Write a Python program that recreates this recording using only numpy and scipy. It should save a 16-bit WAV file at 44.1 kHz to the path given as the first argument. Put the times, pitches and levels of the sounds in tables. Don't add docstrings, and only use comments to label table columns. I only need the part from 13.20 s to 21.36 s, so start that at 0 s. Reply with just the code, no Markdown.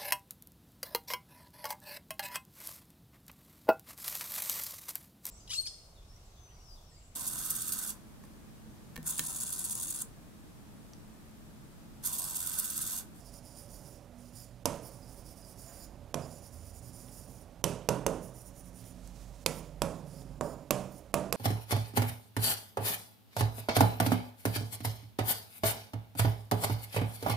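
import sys
import numpy as np
from scipy import signal
from scipy.fft import rfft, irfft
from scipy.io import wavfile
from scipy.ndimage import uniform_filter1d

SR = 44100
rng = np.random.default_rng(int(sys.argv[2]) if len(sys.argv) > 2 else 0)


def store_pcm(level_fs):
    pcm = np.round(np.clip(level_fs, -1, 1) * 32767).astype(np.int16)
    wavfile.write(sys.argv[1], SR, np.atleast_2d(pcm).T)


def volts_from_decibels(level):
    exponent = np.asarray(level, float) / 20
    return 10 ** exponent


N = 359850


def evened(x):
    return x / np.sqrt(np.mean(x ** 2) + 1e-20)


def read(points, hz):
    f, value = np.transpose(points)
    return np.interp(np.log(hz + 1), np.log(f + 1), value)


def add(mix, s, sound):
    part = mix[round(s * SR):][:len(sound)]
    part += sound[:len(part)]


def resonate(x, hz, width):
    turn = np.exp(2j * np.pi * np.cumsum(hz * np.ones(len(x))) / SR)
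    r = np.exp(-np.pi * width / SR)
    return 2 * (turn * signal.lfilter([1 - r], [1, -r], x * turn.conj())).real


def fuzzy(x, hz, width):
    return evened(resonate(resonate(x, hz, width), hz, 2 * width))


def noise(count, size, shape_db):
    hop = size // 4
    hz = np.fft.rfftfreq(size, 1 / SR)[:, None]
    t = np.arange(count // hop + 5) * hop / SR
    a, b = rng.standard_normal((len(t), len(hz), 2)).T
    spectra = (a + 1j * b) * volts_from_decibels(shape_db(hz, t))
    return signal.istft(spectra, nperseg=size, noverlap=size - hop)[1][:count]


def wander(per_s):
    width = round(SR / per_s)
    return evened(uniform_filter1d(uniform_filter1d(rng.standard_normal(N), width), width))


def low_pass(x, hz):
    return signal.oaconvolve(x, signal.firwin(601, hz, window=("kaiser", 9), fs=SR)[None], "same")


def push(t):
    u = t / .00042
    swing = -u ** 2 * np.exp(2 - 2 * u) + 0.32 * (u / 1.6) ** 3 * np.exp(3 - 3 * u / 1.6)
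    return signal.lfilter(*signal.butter(1, 350, "high", fs=SR), swing)


def barrel_db(f, rings, top_db):
    peaks_db = sum(db * np.exp(-((f - hz) / 182) ** 2 / 2) for hz, db in rings)
    return peaks_db + top_db * np.clip(f / 8000 - 1, 0, 1)


# f/Hz, level/dB
CRACK_COLOUR = [(710, -36), (1200, -23), (1810, -8), (2600, -1.5), (4190, 0), (5970, 2), (8700, -2),
                (9720, 1.5), (12800, -2), (14300, -7), (15600, -16), (16900, -36)]


def crack(t, rings, top_db):
    burst = evened(noise(512, 64, lambda f, s: read(CRACK_COLOUR, f) + 0 * s))
    burst = burst * np.minimum(t / .0005, 1) * volts_from_decibels(-60 * t / .012)
    z, bins = rfft(burst, 1024), np.fft.rfftfreq(1024, 1 / SR)
    colour = volts_from_decibels(read(CRACK_COLOUR, bins) + barrel_db(bins, rings, top_db))
    even = colour / np.sqrt(uniform_filter1d(abs(z) ** 2, size=7) + 1e-9)
    t60_s = 0.09
    rung = irfft(z * even)[:512] * volts_from_decibels(-60 * t / t60_s)
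    return evened(rung) * np.sqrt(np.mean(burst ** 2))


# f/Hz, level/dB
TAIL_COLOUR = [(35, -31), (60, -21.5), (154, -12.5), (350, -14), (573, -10.5), (815, -19), (938, -15.5),
               (1900, -32.5), (2640, -33), (4030, -37.5), (6010, -34), (9840, -32.5), (15000, -46.5),
               (16500, -67.5)]
# f/Hz, t60/s
ROOM_T60 = [(100, 0.49), (260, 0.84), (700, 0.66), (1840, 0.55), (4850, 0.55), (12800, 0.34)]


def room_tail(t, hz, upper_hz, crack_db, ring_db, rings, top_db):
    boom_db, rise_s = -20.5, 0.0017
    bright_db = -16.5 + 0.82 * crack_db - ring_db

    def place_db(f):
        main_db = 9.4 * np.exp(-(np.log(f / hz) / 0.075) ** 2)
        upper_db = 2.6 * np.exp(-(np.log(f / upper_hz) / 0.026) ** 2)
        under_db = -2 * ((f > 240) & (f < .8 * hz))
        return main_db + upper_db + under_db + (boom_db - ring_db) * (f < 300)

    def lumps(f, s):
        field = rng.standard_normal((len(s), len(f)))
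        return evened(uniform_filter1d(uniform_filter1d(field, size=8, axis=0), size=9, axis=1)).T

    def tail_db(f, s):
        bright = np.clip((f - 1500) / 1000, 0, 1)
        sparkle_db = bright_db + 0.25 * barrel_db(f, rings, top_db) + 1.1 * lumps(f, s) - .6
        low_db = read(TAIL_COLOUR, f) + 0.51 * place_db(f + 1) - 1 * (f < 1200)
        return low_db + bright * sparkle_db - 40 * (f > 15600) - 60 * s / read(ROOM_T60, f)
    return volts_from_decibels(ring_db + 12.5) * noise(len(t), 512, tail_db) * (1 - np.exp(-t / rise_s))


def knock(db, hz, crack_db, ring_db, top_db, rebound_s, upper_hz, rings, rebound_db):
    t = np.arange(SR * 3 // 5) / SR
    out = room_tail(t, hz, upper_hz, crack_db, ring_db, rings, top_db)
    for f, patch_db in (hz, -9.5), (upper_hz, -12.5):
        ring = -np.sin(2 * np.pi * f * t) * np.minimum(t / 0.00019, 1)
        out += volts_from_decibels(patch_db - 60 * t / 0.027) * ring
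    direct = volts_from_decibels(-4.0) * push(t[:512]) + volts_from_decibels(crack_db + 7.0) * crack(t[:512], rings, top_db)
    for delay_s, echo_db in (0, 1.5), (rebound_s, rebound_db), (.0042, -22), (.0062, -28):
        add(out, delay_s, volts_from_decibels(echo_db) * direct)
    return volts_from_decibels(db) * out


# t/s, peak level/dB, pane colour f/Hz, crack level/dB, pane ring level/dB
KNOCKS = [(1.455, -15.5, 570, -10, -28), (2.942, -19, 690, -15.5, -28), (4.44, -15, 500, -8, -27.5),
          (4.688, -12.5, 520, -15, -27), (4.863, -13, 570, -17, -29.5), (6.262, -16.5, 505, -6.5, -29.5),
          (6.618, -12.5, 565, -17, -30.5), (7.209, -16, 633, -24.5, -28.5), (7.507, -13, 635, -12, -28.5),
          (7.94, -11.5, 640, -17, -29), (8.125, -16.5, 590, -10.5, -26.5)]
# t/s, top of the crack level/dB, rebound delay t/s, upper pane colour f/Hz
PEN_ANGLES = [(1.455, 1, 0.0031, 930), (2.9418, -4, 0.002, 1030), (4.4397, 1, 0.0026, 986),
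              (4.6876, 0, 0.0029, 854), (4.8634, 1, 0.0025, 914), (6.2606, -1, 0.0019, 950),
              (6.6184, 1, 0.0024, 960), (7.2093, -7, 0.0024, 1040), (7.5066, 2, 0.0033, 1094),
              (7.94, -1, 0.0037, 1083), (8.1248, -1, 0.0027, 1075)]
# f/Hz, level/dB over the crack
LANDING_RINGS = [
    [(2950, 0.5), (5240, 10), (6260, 10.5), (7200, 4), (9860, 7), (11800, 8), (4000, -9), (13400, -12)],
    [(2430, 13), (3300, 10), (5830, 12), (7200, 10), (10490, 6), (11300, 3), (9020, -13.5), (3900, -2)],
    [(3000, 11.5), (5920, 13), (7860, 6), (9800, 5), (10200, -10), (4500, -4), (6600, -3), (10720, 4),
     (11900, 7)],
    [(2760, 13.5), (6400, 7), (4540, 3), (5400, 9), (6080, 9.5), (7500, 7), (11800, 5)],
    [(2780, 10), (6400, 15), (8160, 12), (10500, 9), (4040, -15), (11250, -14), (12490, 7), (15550, 6)],
    [(1290, 24), (2400, 12), (3100, 3), (3630, 6), (4200, 3), (4700, 6), (5040, 2), (7100, 8), (9930, 6.5),
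     (8600, -8), (13800, -14), (14700, 11)],
    [(2570, 11.5), (3420, 12), (5080, 9), (7800, 14), (3000, -14), (6700, -9), (8700, -8), (13700, -12),
     (9860, 10), (11600, 5)],
    [(2900, -1), (6850, 17), (7730, 16), (9190, 10), (10550, -3), (12450, 7)],
    [(2560, 12.5), (7400, 2), (9150, -9), (9880, 0), (11030, 2), (12880, 13), (15530, 17)],
    [(2600, 15), (7350, 12.5), (10000, 4), (8700, -10), (10750, 11), (12000, -12), (12510, 9), (13600, 6),
     (15370, 22)],
    [(2540, 10.5), (5000, 8), (7400, 10), (9600, -1), (3300, -5), (6700, -12), (10600, -10), (11300, 11),
     (13030, 15)],
]
REBOUND_DB = [-14, -13, -12, -14, -11, -6, -10, -14, -12, -14, -14]


def landings(mix):
    for (_, *hit), (s, *angle), rings, rebound_db in zip(KNOCKS, PEN_ANGLES, LANDING_RINGS, REBOUND_DB):
        add(mix, s + .001, knock(*hit, *angle, rings, rebound_db))


# f/Hz, t60/s
PANE_T60 = [(130, 0.67), (190, 0.67), (280, 0.41), (420, 0.53), (500, 0.15), (590, 0.43), (760, 0.66),
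            (1000, 0.44), (2300, 0.46)]


def pane(modes):
    t, out = np.arange(SR * 3 // 5) / SR, 0
    for (f, db), (phase, beat) in zip(modes, rng.random((len(modes), 2))):
        waver = 1 + 0.15 * np.sin(2 * np.pi * (11.6 * t + beat))
        rise = 1 - np.exp(-t * f / 1.3)
        fade = volts_from_decibels(db + 1.5 - 60 * t / read(PANE_T60, f))
        out = out + fade * rise * waver * np.sin(2 * np.pi * (f * t + phase))
    return out


# f/Hz, level/dB
EARLY_MODES = [
    [(160, -42.5), (253, -47), (344, -49), (465, -45), (576, -38.5), (694, -63), (931, -45.5),
     (1000, -45.5), (2148, -64), (2690, -60)],
    [(135, -41.5), (158, -42.5), (247, -43), (433, -50), (532, -43), (635, -46), (686, -47), (931, -52)],
    [(95, -46), (130, -38.5), (166, -38), (191, -40.5), (317, -47), (409, -39.5), (457, -46), (520, -41),
     (559, -44), (590, -44), (635, -47), (990, -56), (2586, -53)],
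]
# f/Hz, level/dB
LATER_MODES = [
    [(129.6, -35), (165.6, -41), (191.5, -40), (1475, -51), (2770, -64), (236.7, -46), (412, -38),
     (453, -41), (500, -39), (571, -35.5), (632, -38.5), (890, -46), (955, -42), (530, -46)],
    [(109, -45), (164.8, -41), (190, -44), (1276, -57), (1450, -57), (2680, -63), (277, -42.5),
     (405, -40.5), (450, -34.5), (538, -32), (643, -41), (770, -51), (1025, -56)],
    [(160.3, -40), (250, -45), (1023, -52), (301, -45), (464, -41), (541, -41.5), (1337, -52), (1980, -54),
     (2210, -54), (2387, -55)],
    [(112, -49), (137, -45), (164, -43), (192, -52), (290, -50), (549, -33), (585, -49), (640, -44),
     (928, -50), (1000, -50), (1092, -50), (1351, -62)],
    [(131.4, -42.5), (192.5, -46), (158.5, -43), (417, -48), (545, -39), (588, -38), (660, -51),
     (780, -49.5), (930, -49.5), (1140, -52), (310, -57)],
    [(131.9, -37), (155.4, -48), (1230, -56), (2600, -65), (2920, -57), (192, -37), (407, -43.5),
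     (520, -47), (592, -32), (347, -46), (761, -47), (931, -47), (1061, -45.5)],
    [(135, -39), (192, -37), (357, -47), (411, -45), (500, -54), (589, -32), (659, -36), (928, -42.5),
     (1170, -49)],
    [(192, -41), (411, -50), (500, -41), (589, -42), (659, -40), (928, -61), (1070, -54), (2500, -60)],
]


def pane_rings(mix):
    for (s, *_), modes in zip(PEN_ANGLES, EARLY_MODES + LATER_MODES):
        add(mix, s + .001, pane(modes))


# t/s, length t/s, hiss level/dB at start, hiss level/dB at end
STROKES = [(0, 0.031, -62, -65), (0.061, 0.037, -57, -62), (0.141, 0.047, -56, -59.5),
           (0.255, 0.1, -58.5, -66), (0.354, 0.039, -60.5, -54), (0.398, 0.067, -55.5, -65),
           (0.502, 0.062, -59, -56.5), (0.588, .06, -63, -63), (0.658, 0.12, -57.5, -66.5),
           (.8, .05, -75, -78), (0.987, 0.11, -67.5, -67.5), (1.162, 0.084, -53.5, -59),
           (1.252, 0.04, -66, -78),
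           (1.55, 0.03, -61.5, -69), (1.635, 0.049, -59, -54.5), (1.72, 0.052, -60.5, -64),
               (1.79, 0.082, -67, -65), (1.889, 0.055, -59, -62.5), (1.975, 0.044, -60, -65),
               (2.065, 0.062, -58, -59.5), (2.175, 0.042, -60.5, -63), (2.25, 0.074, -60.5, -57.5),
               (2.39, 0.12, -55.5, -59.5), (2.53, 0.12, -57.5, -57), (3.02, 0.083, -62, -63),
               (3.11, 0.083, -59, -61), (3.235, 0.043, -58.5, -58), (3.335, 0.058, -59.5, -64.5),
               (3.41, 0.093, -63, -59), (3.55, 0.043, -60, -60.5), (3.629, 0.067, -63, -57.5),
               (3.745, 0.11, -56, -60.5), (3.85, 0.066, -62, -62), (3.925, 0.13, -54.5, -62),
               (4.085, 0.14, -60.5, -65),
           (4.95, .03, -64, -69), (5.04, 0.054, -55.5, -62), (5.15, 0.07, -61.5, -58),
              (5.262, 0.03, -57, -60), (5.365, 0.042, -60.5, -59), (5.455, 0.036, -63, -63),
              (5.56, 0.056, -59.5, -58.5), (5.655, 0.056, -60.5, -63.5), (6.3, 0.093, -62, -57),
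              (6.43, .06, -72, -73), (6.7, 0.1, -71, -67), (6.875, 0.15, -64, -62.5),
              (7.05, 0.13, -74, -80), (7.24, 0.1, -62, -67), (7.36, 0.075, -81, -79),
              (7.6, 0.073, -68, -71), (7.72, 0.068, -66, -61.5), (8.0, .05, -74, -85)]


def hand_speed():
    rise_db_per_s, stop_db_per_s, hover_db = 491, 700., -94
    t = np.arange(0, N + 64, 64) / SR
    start, length, first_db, last_db = np.array(STROKES).T[:, :, None]
    done = np.clip((t - start) / length, 0, 1)
    edge_db = rise_db_per_s * np.maximum(start - t, 0)
    edge_db = edge_db + stop_db_per_s * np.maximum(t - start - length, 0)
    each_db = first_db + (last_db - first_db) * done - edge_db
    done = uniform_filter1d(done[each_db.argmax(0), np.arange(len(t))], size=9)
    speed_db = np.maximum(each_db.max(0), hover_db)
    return [np.interp(np.arange(N) / SR, t, curve) for curve in (speed_db, done)]


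# f/Hz, level/dB
BARREL = [(3900, -23.5), (4480, -17), (4750, -8), (5600, -7.5), (6500, -11), (6980, -9.5), (7400, -11),
          (8700, -10.5), (9550, -2.5), (10200, -8), (12000, -11.5), (12600, -8), (13500, -12.5),
          (15900, -16)]
# f/Hz, width f/Hz, level/dB
BARREL_RINGS = [(4800, 220, 1.5), (6980, 110, 5), (9580, 170, 4), (12550, 260, -8), (13500, 400, 3),
                (8500, 250, -2)]
# t/s, lowest band level/dB, top band level/dB, middle ring level/dB
GRIP = [(0, 1, -2, 1), (1.0, -2, 1, 0), (1.2, 1, 1, 6), (1.8, -1, 2, -2), (2.4, -0.5, 0, -2),
        (2.49, -1, 3, 11), (2.56, -1, 4, 2), (2.62, 4, 2, 9), (3.2, -2, 0, 4.5), (4.1, -2.5, 0.5, 1.5),
        (5.0, -8, 1, 2), (5.579, -8, -1, 0), (5.7, -5, 2, 5), (6.4, 0, 4, 7), (6.9, 1, -2, 0),
        (6.98, 4, -1, 7), (7.1, 0, -1, 1), (7.3, 4, 3, 11), (8, -8, 3, -2)]


def strokes():
    t, (speed_db, done) = np.arange(N) / SR, hand_speed()
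    press_db = 1 - 0.35 * (speed_db + 63.0)
    slips = rng.standard_normal(N) * volts_from_decibels(2.69 * np.minimum(rng.exponential(1, N), 4))
    slips = slips * volts_from_decibels(0.56 * wander(130.0))
    hz, at, z = signal.stft(slips, SR, nperseg=256, noverlap=192)
    field = rng.standard_normal(z.T.shape)
    patches = evened(uniform_filter1d(uniform_filter1d(field, 28, 0), 7, 1)).T
    s, low_db, top_db, mid_db = np.transpose(GRIP)
    tilt_db = np.outer(hz < 8300, np.interp(at, t, press_db))
    tilt_db += np.outer(hz < 5500, np.interp(at, s, low_db))
    tilt_db += np.outer(hz > 12300, np.interp(at, s, top_db))
    tilt_db += np.outer(np.exp(-((hz - 7050) / 300) ** 2), np.interp(at, s, mid_db))
    quick_db = np.maximum(np.interp(at, t, speed_db) + 66.0, -6)
    tilt_db += np.outer(np.exp(-((hz - 5050) / 400) ** 2), 0.3 * quick_db)
    sag = .03
    for f, width, db in BARREL_RINGS:
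        lean = 1 + .01 * wander(9.)[::64]
        centre = f * (np.interp(at, t[::64], lean) + sag * (.5 - np.interp(at, t, done)))
        tilt_db += db * np.exp(-((hz[:, None] - centre) / width) ** 2 / 2) * (1 + 0.25 * patches)
    patch_db = (0.9 + 1.3 * (hz > 11500)[:, None]) * patches
    colour = volts_from_decibels(read(BARREL, hz)[:, None] + tilt_db + patch_db)
    out = signal.istft(z * colour, nperseg=256, noverlap=192)[1][:N]
    hiss = volts_from_decibels(uniform_filter1d(speed_db, 200) + 9.) * out
    echo = noise(SR // 4, 128, lambda f, s: -60 * s / read(ROOM_T60, f))
    return hiss + volts_from_decibels(-9.5) * signal.oaconvolve(hiss, echo / np.linalg.norm(echo))[:N]


def drag():
    white = rng.standard_normal(round(.28 * SR))
    hum = fuzzy(white, 675.0, 35.0) + volts_from_decibels(-3.0) * fuzzy(white, 1050.0, 1500.)
    return volts_from_decibels(-62) * hum * np.sqrt(np.hanning(len(white)))


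def squeak(length, from_hz, to_hz, db):
    white = rng.standard_normal(round(length * SR))
    slide_hz = np.linspace(from_hz, to_hz, len(white))
    return volts_from_decibels(db) * np.hanning(len(white)) * fuzzy(white, slide_hz, 160.)


# t/s, length t/s, from f/Hz, to f/Hz, level/dB
SQUEAKS = [
    (1.18, .08, 5250, 4700, -63),
    (1.8, 0.065, 5000, 4850, -65),
    (3, .08, 5050, 4650, -60),
    (2.2, 0.08, 5200, 4750, -64),
    (2.43, 0.12, 7100, 6700, -62),
    (.52, 0.056, 6300, 4900, -69),
    (3, .09, 5200, 5200, -64),
    (5.57, .06, 4600, 4600, -70),
]


def squeaks(mix):
    for s, *row in SQUEAKS:
        add(mix, s, squeak(*row))


def tick(db, hz, width):
    t = np.arange(300) / SR
    return volts_from_decibels(db - 60 * t / .012) * fuzzy(rng.standard_normal(300), hz, width) * .42


# t/s, level/dB, f/Hz, width f/Hz
TICKS = [
    (2.9124, -56, 3000, 4000),
    (3.885, -45, 2300, 400),
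    (3.885, -50, 3300, 400),
    (5.641, -46, 6000, 4000),
    (5.875, -41, 8000, 5000),
    (7.019, -48, 3560, 300),
    (7.019, -36, 650, 250),
]


def ticks(mix):
    for s, *row in TICKS:
        add(mix, s, tick(*row))


def hand_rub():
    white = rng.standard_normal(round(0.21 * SR))
    return volts_from_decibels(-69) * np.sqrt(np.hanning(len(white))) * fuzzy(white, 3000., 2500.)


def sleeve():
    start_s, length_s, rise_s = 5.72, 0.526, 0.18
    t = np.arange(N) / SR - start_s
    cloth = fuzzy(rng.standard_normal(N), 6400.0, 5500.0) * volts_from_decibels(2.4 * wander(30.))
    return cloth * volts_from_decibels(-64) * np.clip(0.5 + 0.31 * t / rise_s, 0, 1) * (t > 0) * (t < length_s)


def motor(hz):
    return 0.9 * np.sin(2 * np.pi * np.cumsum(hz * (1 + 0.012 * wander(2.6))) / SR)


# f/Hz, level/dB
AIR = [(12, -49), (20, -24), (38, -3), (62, -9.5), (110, -4.5), (165, -9), (206, -15), (244, -12),
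       (297, -12.5), (372, -18), (566, -17.5), (1350, -26.5), (8410, -36), (9410, -34), (15200, -40),
       (16500, -56)]
# f/Hz, width f/Hz
FANS = [(48, 2.4), (78, 35), (125, 4.8), (185, 28)]
FAN_DB = [-56.5, -69.5, -63, -64.5]
# middle t/s, length t/s, level/dB
SWELLS = [
    [(.55, 0.35, -52), (4.95, 0.25, -53), (5.5, 0.25, -54), (5.95, 0.53, -51), (6.5, 0.9, -57),
     (7.1, 0.45, -52), (7.45, 0.3, -60)],
    [(1.5, 0.18, -59), (2.93, 0.64, -54), (3.45, 0.72, -51), (6.3, 0.2, -59)],
    [(.2, 0.5, -58), (3.18, 0.2, -68), (5.1, 0.36, -54), (6.04, 0.27, -54), (7.1, 0.5, -59)],
    [(4.9, 0.65, -51), (7.0, 0.5, -63)],
]
# f/Hz, width f/Hz, level/dB
STEADY_HUMS = [(244.5, 13.2, -67), (565, 19.6, -67.5), (586, 15, -70), (656, 113, -70.5)]


def air():
    now, swell_db = np.arange(N) / SR, 1.5 * wander(2.2)

    def shape_db(hz, t):
        high = np.clip((hz - 900) / 900, 0, 1)
        return read(AIR, hz) + (1 - high) * np.interp(t, now, swell_db) + high * -3.5
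    wash = volts_from_decibels(-55.0) * evened(noise(N, 2048, shape_db))
    white = rng.standard_normal(N)
    for (hz, width), db, swells in zip(FANS, FAN_DB, SWELLS):
        level = volts_from_decibels(db + 2. * wander(6.9))
        for s, length, top_db in swells:
            add(level, s - length / 2, volts_from_decibels(top_db) * np.hanning(round(length * SR)))
        wash = wash + level * (0.42 * fuzzy(white, hz, width) + motor(hz))
    for hz, width, db in STEADY_HUMS:
        wash = wash + volts_from_decibels(db + 2 * wander(3)) * fuzzy(white, hz, width)
    return wash


def drone(length, from_hz, to_hz, db):
    hz = np.linspace(from_hz, to_hz, round(length * SR))
    fade = np.sqrt(2 * np.hanning(len(hz)))
    return volts_from_decibels(db) * fade * np.sin(2 * np.pi * np.cumsum(hz) / SR)


# t/s, length t/s, from f/Hz,
# to f/Hz, level/dB
DRONES = [(5.15, 1.09, 181, 178, -58), (6.15, 1.57, 140, 143, -53.5), (6.3, 1.04, 161, 168, -53.5),
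          (6.7, 0.68, 246, 270, -62.5), (5.45, 0.4, 110, 118, -56.5), (0.9, 1.1, 118, 120, -57.5),
          (3.5, 0.49, 122, 120, -54.5), (0, .55, 252, 245, -61), (0.84, 0.36, 240, 243, -58),
          (3.5, .6, 250, 245, -60), (2.5, 1.45, 99, 99, -60), (5.2, 0.79, 262, 260, -62.5)]


def drones(mix):
    for s, *row in DRONES:
        add(mix, s, drone(*row))


def scene():
    mix = strokes() + sleeve() + air()
    add(mix, 2.39, drag())
    squeaks(mix)
    ticks(mix)
    add(mix, 5.55, hand_rub())
    drones(mix)
    mix = low_pass(mix[None], 15800)[0]
    landings(mix)
    pane_rings(mix)
    hiss = low_pass(rng.standard_normal((2, N)), 15800)
    return mix * volts_from_decibels([[-6.3], [3.6]]) + volts_from_decibels(-84.0) * hiss


# t/s, length t/s, level/dB
DIPS = [
    (1.437, .008, -11),
    (2.93, .008, -13),
    (4.421, .015, -14),
    (4.68, .004, -10),
    (4.849, .009, -6),
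    (6.243, .007, -11),
    (7.197, .007, -12),
    (7.495, .008, -8),
    (7.922, .008, -13),
    (8.113, .008, -9),
]


def duck_treble(dry):
    dip_db = np.zeros(N)
    for s, length, db in DIPS:
        add(dip_db, s, np.full(round(length * SR), float(db)))
    bass = low_pass(dry, 1100.)
    return bass + (dry - bass) * volts_from_decibels(uniform_filter1d(dip_db, size=90))


def roll_off(x):
    return signal.sosfilt(signal.butter(12, 17050, fs=SR, output="sos"), x)


def record(dry):
    mix = low_pass(duck_treble(dry), 17000)
    return roll_off(mix)


dry = scene()
out = record(dry)
store_pcm(out)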